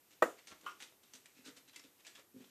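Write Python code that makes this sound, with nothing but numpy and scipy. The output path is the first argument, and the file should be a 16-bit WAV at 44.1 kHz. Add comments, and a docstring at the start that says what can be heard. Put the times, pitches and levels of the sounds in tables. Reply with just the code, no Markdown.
"""Knock on wood, then faint handling

One sharp knock in a small timber-lined room: the wood's modes ring under a splintery crack.
Dry material crackles and rustles about three times a second as its fibres slip. A small hard
object clacks once and chatters; soft bumps ring the low modes of the boards. Quiet hiss throughout."""
import sys
import numpy as np
from scipy import signal
from scipy.fft import rfft, irfft, next_fast_len
from scipy.io import wavfile

SR = 44100
rng = np.random.default_rng(int(sys.argv[2]) if len(sys.argv) > 2 else 0)


def unload_audio(sound):
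    """Save the sound as a 16-bit wav file, at the path given as the first command line argument."""
    columns = np.transpose(np.atleast_2d(sound))
    # keep every value between -1 and 1, then stretch to whole-number steps
    steps = np.round(np.clip(columns, -1, 1) * 32767)
    wavfile.write(sys.argv[1], SR, steps.astype(np.int16))


N = 110250

# dry material spectrum (frequency [Hz], relative density [dB])
DRY_SPECTRUM = [(40, -40), (110, -18), (300, -4), (700, -7.5), (1300, -4), (2300, 0.5), (3600, 0),
                (4800, -3), (6500, -2), (8500, -5.5), (10500, -14.5), (14500, -23)]


def amp(db):
    """Decibels to gain."""
    return 10 ** (np.asarray(db) / 20)


def unit(x):
    """Scale to rms 1."""
    return x / np.sqrt(np.mean(x ** 2) + 1e-20)


def along(points, hz):
    """Interpolate (frequency [Hz], value) points on a log axis."""
    knots_hz, values = np.transpose(points)
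    return np.interp(np.log(hz + 1), np.log(knots_hz + 1), values)


def since(start_s):
    """Seconds after start_s, zero before."""
    return np.maximum(np.arange(N) / SR - start_s, 0)


def filtered(x, response):
    """Apply the gain response(hz)."""
    size = next_fast_len(N + SR // 10)
    return irfft(rfft(x, size) * response(np.fft.rfftfreq(size, 1 / SR)), size)[:N]


def noise(spectrum, shade_db=lambda hz: 0):
    """Coloured noise, rms 1."""
    white = rng.standard_normal(N)
    return unit(filtered(white, lambda hz: amp(along(spectrum, hz) + shade_db(hz))))


def envelope(t, rise_s, t60_s, hold_s=0):
    """Attack, hold, exponential decay."""
    return (1 - np.exp(-t / rise_s)) * np.exp(-np.log(1000) * np.maximum(t - hold_s, 0) / t60_s)


def ring(modes, start_s, rise_s, hold_s, pitch=1):
    """Struck body; neighbouring modes swing in opposite directions."""
    t = since(start_s)[:round(start_s * SR) + SR // 2]
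    y = sum((-1) ** k * amp(db) * np.sin(2 * np.pi * hz * pitch * t) * envelope(t, rise_s, t60_s, hold_s)
            for k, (hz, db, t60_s) in enumerate(modes))
    return np.pad(y, (0, N - len(y)))


def room(x, wet_db):
    """Add the short reverberation of the timber walls."""
    # room decay (frequency [Hz], t60 [s])
    decay = [(150, .33), (500, 0.39), (1500, 0.24), (4000, 0.22), (8000, 0.25), (14000, 0.27)]
    delay_s, build_s = 0.002, 0.004
    hz, t, bands = signal.stft(rng.standard_normal(SR // 2), SR, nperseg=256)
    fade = np.exp(-np.log(1000) * t / along(decay, hz)[:, None])
    tail = signal.istft(bands * fade, SR)[1]
    tail *= 1 - np.exp(-since(delay_s)[:len(tail)] / build_s)
    return x + amp(wet_db) * signal.fftconvolve(x, tail / np.linalg.norm(tail))[:N]


def hiss():
    """Steady room tone and hiss."""
    # noise floor (frequency [Hz], relative density [dB])
    spectrum = [(25, -6), (55, -11), (110, -3), (200, -4.5), (330, 0.5), (550, -6), (1000, -8.5),
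                (2000, -11.5), (4000, -14.5), (8000, -12), (11000, -12.5), (12800, -5), (14700, -17.5)]
    return amp(-70.5) * noise(spectrum)


def stir():
    """Dry material shifts faintly between crackles."""
    # shifting level (time [s], level [dB])
    contour = [(0, -80.5), (.2, -74.5), (.45, -72.5), (.9, -71), (.98, -85), (1.08, -73.5), (1.5, -74.5),
               (1.9, -80), (2.2, -69), (2.279, -93), (2.33, -84), (2.38, -71.5), (2.5, -72.5)]
    return amp(np.interp(since(0), *np.transpose(contour))) * noise(DRY_SPECTRUM)


def fibre_slips(tilt_db_per_oct, ring_hz):
    """Fibres give way in tiny uneven slips; one resonance stands out."""
    grain_s, grain_db = 0.00081, 3.5
    pivot_hz, offset_hz = 3500, 77
    ring_db, half_width_hz = 7.5, 230

    def shade_db(hz):
        slope_db = tilt_db_per_oct * np.log2((hz + offset_hz) / pivot_hz)
        return slope_db + ring_db / (1 + ((hz - ring_hz) / half_width_hz) ** 2)

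    slips = np.interp(since(0) / grain_s, np.arange(N), rng.standard_normal(N))
    return unit(noise(DRY_SPECTRUM, shade_db) * amp(grain_db * slips))


def rustle():
    """Dry material yields in sudden crackles and slower rubs that swell and fade."""
    # crackles (time [s], level [dB], t60 [s], tilt [dB/octave], resonance [Hz])
    snaps = [(.106, -62, 0.15, 0, 6540), (.131, -63.5, 0.08, .5, 2950), (0.471, -51, 0.063, 0, 6240),
             (0.48, -52.5, 0.067, 0, 4940), (0.6106, -54.5, 0.027, 2, 6460), (0.661, -57, .14, 0, 3020),
             (0.8015, -47.5, 0.076, -1.5, 2060), (0.823, -49.5, 0.087, -0.5, 6170),
             (0.923, -64, .06, -4.5, 3510), (1.031, -63, 0.11, 0.5, 3760),
             (1.1351, -48.5, 0.064, 1.5, 6050), (1.151, -53.5, 0.091, 0.5, 8200),
             (1.2567, -53, 0.047, 0.8, 2460), (1.452, -53.5, 0.12, 0.8, 3950),
             (1.570, -55, 0.073, -5, 2400), (1.731, -61, 0.36, -1, 3200), (1.7596, -44, 0.045, 1.8, 2110),
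             (1.794, -54, .06, -1, 5600), (1.837, -59, 0.15, -1, 3670), (2.047, -58, 0.25, -0.5, 2590),
             (2.0648, -49, .09, .3, 7900), (2.1506, -53, .11, -0.8, 3260), (2.1947, -53.5, 0.034, 0, 2770),
             (2.441, -59.5, 0.066, -2, 3420)]
    # rubs (peak time [s], level [dB], Gaussian sigma [s], tilt [dB/octave], resonance [Hz])
    swells = [(0.389, -60.5, 0.0082, -2.5, 2300), (.50, -62.5, 0.021, 0.5, 6350),
              (0.522, -55.5, 0.01, -5.1, 1310), (0.659, -61.5, 0.019, -6, 1250),
              (.705, -62, 0.014, 0.5, 5600), (0.826, -56.5, 0.017, 2.3, 3700),
              (1.386, -68, 0.024, -.5, 2490), (1.475, -54, 0.016, 0.3, 1530),
              (1.574, -59.5, 0.0093, 2, 1190), (1.69, -64, 0.0098, 0, 4020),
              (2.003, -66, 0.0075, -.5, 2700), (2.189, -60.5, 0.0082, -5.5, 1190),
              (2.417, -67, 0.012, -3.1, 2320)]
    crackles = sum(amp(db) * fibre_slips(tilt, hz) * envelope(since(at_s), rise_s=0.00067, t60_s=t60_s)
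                   for at_s, db, t60_s, tilt, hz in snaps)
    rubs = sum(amp(db) * fibre_slips(tilt, hz) * np.exp(-0.5 * ((since(0) - at_s) / sigma_s) ** 2)
               for at_s, db, sigma_s, tilt, hz in swells)
    return room(crackles + rubs, wet_db=-4.5)


def knock():
    """A blow rings the wood under a bright crack; timbers shudder and something light buzzes on."""
    # struck wood modes (frequency [Hz], level [dB], t60 [s])
    wood_modes = [(186, -23, 0.085), (350, -7.5, 0.035), (457, -13.5, .05), (500, -3.3, 0.06),
                  (625.5, 0, 0.041), (805, -4, .015), (984, -5.5, .025), (1156, -4, .03),
                  (1282, -2.5, .034), (1525, -14, .065), (1637, -18.5, .06), (1790, -14.5, .02),
                  (1875, -7, .038), (2410, -19, .01)]
    # splintery top of the blow (frequency [Hz], relative density [dB])
    crack_spectrum = [(200, -14), (1500, 9), (1950, 15), (2200, 3.5), (2700, 7), (3200, -3), (4800, -9.5),
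                      (6200, -10), (7150, -2.5), (8200, -13.5), (10500, -16.5), (12800, -7), (15000, -13.5)]
    # dense ringing of the surrounding timbers (frequency [Hz], relative density [dB])
    timber_spectrum = [(90, -29.5), (220, -13.5), (340, -1.5), (500, 0.5), (720, -3), (880, -12),
                       (1200, -4), (1450, -9.5), (1900, -14.5), (2150, -22), (2800, -27), (4000, -39),
                       (14000, -57.5)]
    # lingering buzz (frequency [Hz], relative density [dB])
    buzz_spectrum = [(200, -19.5), (3000, -2), (4700, -8.5), (6300, -4.5), (7100, 0.5), (8200, -5.5),
                     (10500, -9), (14500, -11)]
    start_s, lag_s = 0.2213, 0.0015
    body = amp(-22) * ring(wood_modes, start_s, rise_s=0.0017, hold_s=0.007)
    t = since(start_s + lag_s)
    crack = amp(-30) * noise(crack_spectrum) * envelope(t, rise_s=0.00062, t60_s=0.073)
    timbers = amp(-32.5) * noise(timber_spectrum) * envelope(t, rise_s=0.0044, t60_s=0.24, hold_s=0.0044)
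    buzz = amp(-50) * noise(buzz_spectrum) * envelope(t, rise_s=0.00062, t60_s=0.4)
    return body + crack + timbers + buzz


def bumps():
    """Soft contacts excite only the low modes of the boards."""
    # contacts (time [s], level [dB], pitch [ratio])
    contacts = [(0.471, -75, 1), (.60, -76, 1.2), (0.701, -65, 1.5), (.805, -71, 0.96),
                (1.033, -74.5, 0.91), (1.138, -63, 1.02), (1.362, -68, 1.09), (1.385, -60.5, 1.02),
                (1.457, -58.5, 1.1), (1.476, -53.5, 1.11), (1.675, -68, 1.1), (1.764, -67, 1.18),
                (1.841, -60.5, 1.1), (2.064, -70, 1.35), (2.189, -68.5, 2.2), (2.339, -55, 1.01),
                (2.3577, -51, 0.99), (2.4, -54.5, 1)]
    # board modes (frequency at pitch 1 [Hz], level [dB], t60 [s])
    board_modes = [(113, -17.5, 0.27), (157, -16, 0.19), (196.6, -15, 0.28), (245.3, 1, 0.16),
                   (273.7, 0, 0.076), (382.3, -8.5, 0.099), (440.6, -15.5, 0.29), (520, -16, 0.13)]
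    thuds = sum(amp(db) * ring(board_modes, at_s, rise_s=0.001, hold_s=0.0029, pitch=pitch)
                for at_s, db, pitch in contacts)
    return room(thuds, wet_db=-9)


def clack():
    """A small hard object rings and chatters as it settles."""
    # object modes (frequency [Hz], level [dB], t60 [s])
    object_modes = [(1057, -7, 0.084), (1156, -3.5, 0.17), (1230, -1.5, 0.16), (1414, -3, 0.14),
                    (1580, -15, .12), (2050, -19, .08), (2190, -17, .1), (2600, -12.5, 0.063),
                    (2980, -14, 0.035), (3080, -13, 0.056)]
    # settling chatter (frequency [Hz], relative density [dB])
    chatter_spectrum = [(150, -27), (850, -16), (1080, 1), (1250, -1), (1450, -3.5), (1700, -14),
                        (3100, -11), (4000, -38), (14000, -30.5)]
    start_s, rise_s, hold_s = 0.6624, 0.00081, 0.011
    tap = amp(-44) * ring(object_modes, start_s, rise_s, hold_s)
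    settling = envelope(since(start_s), rise_s, t60_s=0.18, hold_s=hold_s)
    chatter = amp(-47) * noise(chatter_spectrum) * settling
    return room(tap + chatter, wet_db=-9)


def scene():
    """Mono sum of all sources."""
    return (hiss() + stir() + rustle() + knock() + bumps() + clack())[None]


def record(dry):
    """First-order bass cut and a sharp treble limit."""
    low_cut_hz, top_hz = 77, 14800
    high_pass = signal.butter(1, low_cut_hz, "high", fs=SR, output="sos")
    thinned = signal.sosfilt(high_pass, dry[0])
    return filtered(thinned, lambda hz: hz < top_hz)[None]


dry = scene()
out = record(dry)
unload_audio(out)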